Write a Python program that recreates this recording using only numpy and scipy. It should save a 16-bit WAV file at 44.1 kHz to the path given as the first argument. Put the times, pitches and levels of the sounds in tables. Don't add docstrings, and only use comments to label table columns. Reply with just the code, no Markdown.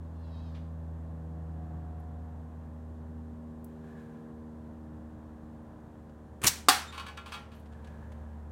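import sys
import numpy as np
from scipy import signal
from scipy.fft import rfft, irfft, next_fast_len
from scipy.io import wavfile
from scipy.ndimage import uniform_filter1d

SR = 44100
rng = np.random.default_rng(int(sys.argv[2]) if len(sys.argv) > 2 else 0)


def log_audio(samples):
    frames = np.atleast_2d(samples).T
    limited = np.clip(frames, -1, 1)
    pcm = np.round(limited * 32767).astype(np.int16)
    wavfile.write(sys.argv[1], SR, pcm)


N = 375291
TIME = np.arange(N) / SR


def undb(db):
    return 10 ** (np.asarray(db) / 20)


def unit(x):
    return x / np.sqrt(np.mean(x ** 2))


def curves(table):
    s, *columns = np.transpose(table)
    return [np.interp(TIME, s, column) for column in columns]


def walk(rate):
    hold = int(SR / rate)
    steps = np.repeat(rng.standard_normal(N // hold + 1), hold)
    smooth = uniform_filter1d(uniform_filter1d(steps, hold), hold)
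    return 1.3 * smooth[:N]


def swell(peak_s, half_s):
    return np.exp(-((TIME - peak_s) / half_s) ** 2)


def through(x, response):
    return signal.fftconvolve(x, response)[:N]


def colour(points, size=4096):
    hz, db = np.transpose(points)
    bins = np.maximum(np.arange(size // 2 + 1) * SR / size, 1)
    gain = undb(np.interp(np.log(bins), np.log(hz), db))
    cepstrum = irfft(np.log(gain))
    cepstrum[1:size // 2] *= 2
    cepstrum[size // 2 + 1:] = 0
    response = irfft(np.exp(rfft(cepstrum)))
    return response / np.linalg.norm(response)


def contacts(table, rise_s, grain_db):
    power = np.zeros(N)
    for s, db, t60 in table:
        near = slice(max(int((s - .1) * SR), 0), int((s + .4) * SR))
        age = TIME[near] - s
        rise_or_fall = np.minimum(age / rise_s, -age * np.log(1000) / t60)
        power[near] += undb(db) ** 2 * np.exp(2 * rise_or_fall)
    grains = rng.standard_normal(N) * undb(grain_db * rng.standard_normal(N))
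    return np.sqrt(power) * unit(grains)


def ringing(table, modes, scatter_db):
    hz, db, t60 = np.transpose(modes)
    age = TIME[:SR * 3 // 4]
    rings = np.exp(np.outer(2j * np.pi * hz - np.log(1000) / t60, age))
    out = np.zeros(N + len(age))
    for s, blow_db, *_ in table:
        size = undb(blow_db + db + scatter_db * rng.standard_normal(len(hz)))
        turn = np.exp(2j * np.pi * rng.random(len(hz)))
        start = int(s * SR)
        out[start:start + len(age)] += ((size * turn) @ rings).imag
    return out[:N]


def hiss():
    # (frequency [Hz], relative level [dB])
    hiss_spectrum = [(100, -6.5), (3500, 3.5), (5000, -1), (7000, 1), (9700, -1.5), (10500, -6.5),
                     (11500, -3), (15500, -11)]
    return undb(-79.0) * through(rng.standard_normal(N), colour(hiss_spectrum))


def yard(x, echo_s, echo_db, count=18):
    # (frequency [Hz], level [dB], time to fall 60 dB [s])
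    wall_bands = [(99.2, 2.5, .3), (400, -1, 0.33), (900, -2, 0.57), (2000, 2, 0.4), (3997, -3.5, 0.34),
                  (7000, -4.5, 0.36), (10870, -4.5, .29), (16500, -3.5, .22)]
    hz, db, t60 = np.transpose(wall_bands)
    age = TIME[:SR]
    size = next_fast_len(N, real=True)
    x = x + undb(echo_db) * np.interp(TIME - echo_s, TIME, x, left=0)
    sound, noise = rfft(x, size), rfft(rng.standard_normal(size))
    centres = np.linspace(np.log(hz[0]), np.log(hz[-1]), count)
    log_bins = np.log(np.arange(len(sound)) * SR / size + 1)
    tail = 0
    for centre, share in zip(centres, np.eye(count)):
        band = np.sqrt(np.interp(log_bins, centres, share))
        band_t60 = np.interp(centre, np.log(hz), t60)
        build_up = 1 - np.exp(-age / 0.0048)
        fade = np.exp(-2 * np.log(1000) * age / band_t60) * build_up
        fed = irfft(sound * band, size)[:N] ** 2
        energy = np.abs(through(fed, fade / fade.sum()))
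        band_noise = unit(irfft(noise * band, size)[:N])
        tail = tail + undb(np.interp(centre, np.log(hz), db)) * np.sqrt(energy) * band_noise
    return tail


def drone(phase):
    # (time [s], level [dB])
    hum_level = [(0.15, -42), (0.9, -40.5), (2.1, -42.5), (2.65, -46.0), (3.2, -44.5), (4.2, -60),
                 (4.55, -51.0), (4.95, -49.5), (5.85, -59), (6.25, -51.5), (6.95, -50), (7.35, -53),
                 (7.8, -48), (8.35, -44.0)]
    # (multiple of the hum's pitch, level [dB])
    overtones = [(2, -67.5), (3, -61.5), (4, -67), (5, -66.5), (6, -66), (7, -66.5), (8, -70.5), (9, -82.5),
                 (10, -72), (13, -74.5), (14, -77)]
    # (multiple, peak time [s], level [dB], half length [s])
    overtone_swells = [(2, 1.19, -46, 1.22), (2, 3.7, -54, 1.3), (2, 9.6, -56, 0.95), (3, 0.44, -54, 1.12),
                       (3, 4.1, -49.5, 2.31), (3, 8.2, -54, 0.59), (4, 1.5, -59, 0.43),
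                       (4, 5.0, -56.5, 1.3), (5, 4.0, -61, 0.96), (6, 1.37, -63, 0.3),
                       (6, 4.13, -58.5, 0.48), (9, 1.85, -59.5, .65)]
    hum_waver_db, overtone_waver_db = .6, .9
    hum_db, = curves(hum_level)
    partials = [(1, undb(hum_db + hum_waver_db * walk(6.1)))]
    for k, rest_db in overtones:
        size_squared = undb(rest_db) ** 2
        for multiple, s, db, half_s in overtone_swells:
            if round(multiple) == round(k):
                size_squared = size_squared + (undb(db) * swell(s, half_s)) ** 2
        partials.append((round(k), np.sqrt(size_squared) * undb(overtone_waver_db * walk(4))))
    out = 0
    for k, size in partials:
        out = out + np.sqrt(2) * size * np.sin(k * phase + 2 * np.pi * rng.random())
    return out


def plane():
    # (time [s], rate [Hz])
    blade_rate = [(0, 81.4), (2, 79.85), (5, 77.5), (8.5, 75.25)]
    # (frequency [Hz], relative level [dB])
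    rush_spectrum = [(20, -25), (50, 0), (110, 3.5), (200, 2), (350, -16.5), (600, -9), (950, -11.5),
                     (1300, -19), (1750, -21), (2200, -34), (3500, -40.5), (6000, -55.5)]
    # (peak time [s], rise [dB])
    surges = [(1.8, 2.5), (4.05, 2), (5.45, 2.5), (8.05, 4.5)]
    # (frequency [Hz], relative level [dB])
    roar_spectrum = [(120, -27.5), (280, 8), (380, -4), (500, -10.5), (900, -26), (3000, -51)]
    rush_start_db, surge_half_s, rush_fade_db_per_s = -53, 0.51, 0.2746
    roar_start_db, passes_s, roar_fade_db_per_s = -61.5, 3.4, 1.5

    rate_hz, = curves(blade_rate)
    phase = 2 * np.pi * np.cumsum(rate_hz * (1 + .0008 * walk(5))) / SR
    air = rng.standard_normal(N) * (1 + 0.12 * np.cos(phase))
    surge_db = sum(db * swell(s, surge_half_s) for s, db in surges)
    rush_db = rush_start_db - rush_fade_db_per_s * TIME + surge_db
    rush = unit(through(air, colour(rush_spectrum))) * undb(rush_db + 0.73 * walk(8))
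    roar_db = roar_start_db - roar_fade_db_per_s * np.maximum(TIME - passes_s, 0)
    roar = through(rng.standard_normal(N), colour(roar_spectrum)) * undb(roar_db)
    return drone(phase) + rush + roar


def soft_rush():
    # (peak time [s], level [dB], half length [s])
    rush_swells = [(3.954, -67, 0.25), (8.0, -67.5, 0.38)]
    # (frequency [Hz], relative level [dB])
    soft_spectrum = [(500, -8), (1350, -9), (1680, 10), (1950, -11.5), (3400, -13.5), (5000, -21.5),
                     (7000, -19), (15000, -30.5)]
    size = sum(undb(db) * swell(s, half_s) for s, db, half_s in rush_swells)
    return size * undb(2 * walk(30)) * through(rng.standard_normal(N), colour(soft_spectrum))


def brushes():
    # (time [s], level [dB], time to fall 60 dB [s])
    brush_times = [(6.096, -69, .05), (7.6604, -63, .06), (7.725, -66, 0.16), (7.8455, -60, .1),
                   (7.8734, -60, 0.081), (8.1204, -61.5, 0.069)]
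    # (frequency [Hz], relative level [dB])
    rustle_spectrum = [(400, -13), (1200, 6), (3300, 6), (5500, -4), (9000, -6), (15000, -28)]
    return through(contacts(brush_times, rise_s=0.0019, grain_db=8), colour(rustle_spectrum))


def faint_clicks():
    # (time [s], level [dB], time to fall 60 dB [s])
    click_times = [(1.999, -69, .04), (3.6447, -51.5, 0.026), (7.55, -72, 0.25), (7.598, -68, .06),
                   (8.123, -73, .06)]
    # (frequency [Hz], relative level [dB])
    click_spectrum = [(1000, -21), (5000, -8), (8000, 0), (12000, 8), (15500, -2)]
    return through(contacts(click_times, rise_s=.0007, grain_db=2), colour(click_spectrum))


def squeak():
    # (time [s], pitch [Hz])
    squeak_pitch = [(.23, 1394), (.35, 1263), (.44, 1310), (.53, 1190)]
    # (frequency [Hz], relative level [dB])
    squeak_spectrum = [(1200, -20), (2500, -6), (3900, 4), (5200, -4), (7000, -18), (12000, -32)]
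    # (time [s], level [dB], time to fall 60 dB [s])
    scuff_times = [(.551, -59, .25)]
    # (frequency [Hz], relative level [dB])
    scuff_spectrum = [(400, -7), (1300, 4), (3300, 4), (5500, -8), (9000, -18), (15000, -32)]
    hz, = curves(squeak_pitch)
    phase = 2 * np.pi * np.cumsum(hz * (1 + .018 * walk(700))) / SR
    lines = 0
    for k in range(1, 7):
        pair = np.sin(k * phase) + undb(-4) * np.sin((k + .5) * phase)
        lines = lines + undb(3 * walk(50)) * pair
    slips = unit(lines) + rng.standard_normal(N)
    tone = unit(through(slips, colour(squeak_spectrum))) * undb(-69) * swell(peak_s=.41, half_s=0.2)
    scuff = through(contacts(scuff_times, rise_s=0.0036, grain_db=3), colour(scuff_spectrum))
    return tone + scuff


def can():
    # (time [s], level [dB], time to fall 60 dB [s], second rim relative to first [dB])
    bounces = [(6.926, -48.5, 0.2, -1.5), (6.9791, -41.5, 0.069, -0.5), (7.0659, -45, 0.093, -3),
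               (7.175, -41.5, 0.037, -20), (7.261, -49, 0.22, -11), (7.3222, -41.5, 0.12, -2),
               (7.518, -60.5, 0.28, -13)]
    # (frequency [Hz], relative level [dB])
    tin_spectrum = [(300, -26), (700, -10.5), (1100, 2.5), (1700, -10), (2000, -13), (2500, -3.5),
                    (3400, -7), (4500, -10.5), (5400, -17), (9000, -20), (15000, -33)]
    # (frequency [Hz], relative level [dB], time to fall 60 dB [s])
    can_modes = [(824, -11, .6), (1075, 2, .12), (1114, 0, .18), (1195, -3, .22), (1375, -2, .35),
                 (1507, -7, .3), (1700, -2, .15), (2285, -5, .22), (2358, -7, .15), (2552, -3, .22),
                 (2929, -7, .24), (3283, -4, .16), (3650, -9, .2), (3820, -10, .22), (4520, -9, .18),
                 (8385, -14, .1)]
    rim_lag_s = 0.019
    first = [(s, db, t60) for s, db, t60, _ in bounces]
    second = [(s + rim_lag_s, db + rim_db, t60) for s, db, t60, rim_db in bounces]
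    scrape = through(contacts(first + second, rise_s=0.0022, grain_db=3), colour(tin_spectrum))
    shell = undb(-5.3) * ringing(first + second, can_modes, scatter_db=3)
    return scrape, shell


def ping():
    # (peak time [s], pitch [Hz], level [dB], half length [s])
    ping_shape = (6.893, 3650, -49, .018)
    s, hz, db, half_s = ping_shape
    phase = 2 * np.pi * np.cumsum(hz * (1 + .02 * walk(600))) / SR
    tone = np.sin(phase) + undb(-10) * np.sin(2 * phase)
    return undb(db) * swell(s, half_s) * tone


def target():
    # (time [s], level [dB], time to fall 60 dB [s])
    knocks = [(6.6854, -10, 0.026), (6.6888, -8.5, 0.0093), (6.6914, -10, 0.013), (6.696, -16.5, 0.046)]
    # (frequency [Hz], relative level [dB])
    knock_spectrum = [(80, -35), (200, -22), (340, -6.5), (490, -10.5), (750, -2.5), (1130, 2),
                      (1600, -4.5), (2200, -7), (4400, -0.5), (6000, -7.5), (8500, -6.5), (11000, -12.5),
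                      (15500, -15.5)]
    # (frequency [Hz], relative level [dB], time to fall 60 dB [s])
    target_modes = [(280, -4, .12), (385, -1, .09), (748, 3, .23), (820, 2, .23), (1064, 4, .1),
                    (1113, 4, .1), (1149, 8, .13), (1197, 1, .15), (1268, -2, .2), (1514, -6, .22),
                    (1608, -5, .2), (1638, -5, .2), (1778, -3, .2), (1939, -8, .22), (2016, -8, .2),
                    (2600, -10, .25), (2837, -9, .27), (3366, -4, .16), (4292, -2, .13), (4620, -3, .14),
                    (5104, -4, .13), (8000, -1, .08)]
    crack = through(contacts(knocks, rise_s=.00015, grain_db=3.0), colour(knock_spectrum))
    panel = undb(-16.5) * ringing(knocks[:1], target_modes, scatter_db=1.5)
    return crack, panel


def whistle():
    # (peak time [s], pitch at the peak [Hz], level [dB])
    whistles = [(6.439, 1088, -40.5), (6.476, 985, -37.5)]
    half_s, sag_oct_per_s = 0.0084, 40
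    out = 0
    for s, hz, db in whistles:
        octaves = np.clip(sag_oct_per_s * (s - TIME), -1, 1)
        phase = 2 * np.pi * np.cumsum(hz * 2 ** octaves * (1 + .05 * walk(500))) / SR
        out = out + np.sqrt(2) * undb(db) * swell(s, half_s) * np.sin(phase)
    return out


def rubber_bands():
    # (time [s], level [dB], time to fall 60 dB [s])
    flap_times = [(6.4183, -42.5, 0.051), (6.432, -37, .04), (6.4385, -24.5, 0.038), (6.4445, -17, 0.022),
                  (6.453, -24.5, 0.066)]
    # (frequency [Hz], relative level [dB])
    rubber_spectrum = [(15, -26.5), (45, 0.5), (150, 3.5), (350, 6), (700, -6.5), (1300, 1), (2000, -0.5),
                       (2800, -3), (5000, -12), (9000, -5), (15000, -18.5)]
    # (time [s], level [dB], time to fall 60 dB [s])
    slap_times = [(6.469, -18, 0.017), (6.4725, -12.5, 0.016), (6.478, -16, 0.053)]
    # (frequency [Hz], relative level [dB])
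    slap_spectrum = [(100, -19), (400, -13.5), (900, -9), (2000, -6.5), (3500, -3.5), (6000, 3), (8000, 0),
                     (11000, -7), (15500, -8)]
    flaps = through(contacts(flap_times, rise_s=0.0012, grain_db=3), colour(rubber_spectrum))
    slaps = through(contacts(slap_times, rise_s=0.0023, grain_db=3.5), colour(slap_spectrum))
    return flaps + slaps + whistle()


def scene():
    near = rubber_bands() + faint_clicks() + brushes() + squeak() + soft_rush()
    crack, panel = target()
    scrape, shell = can()
    into_yard = undb(-11) * near + undb(-4.5) * crack + undb(-3.5) * scrape
    echoes = yard(into_yard, echo_s=0.062, echo_db=-21.5)
    mix = near + crack + panel + scrape + shell + ping() + echoes + plane() + hiss()
    return mix[None]


def record(dry):
    top_hz = 15900
    rounded = 0.92 * np.tanh(dry / 0.87)
    low_pass = signal.ellip(10, .2, 80, top_hz, fs=SR, output="sos")
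    return signal.sosfilt(low_pass, rounded)


dry = scene()
out = record(dry)
log_audio(out)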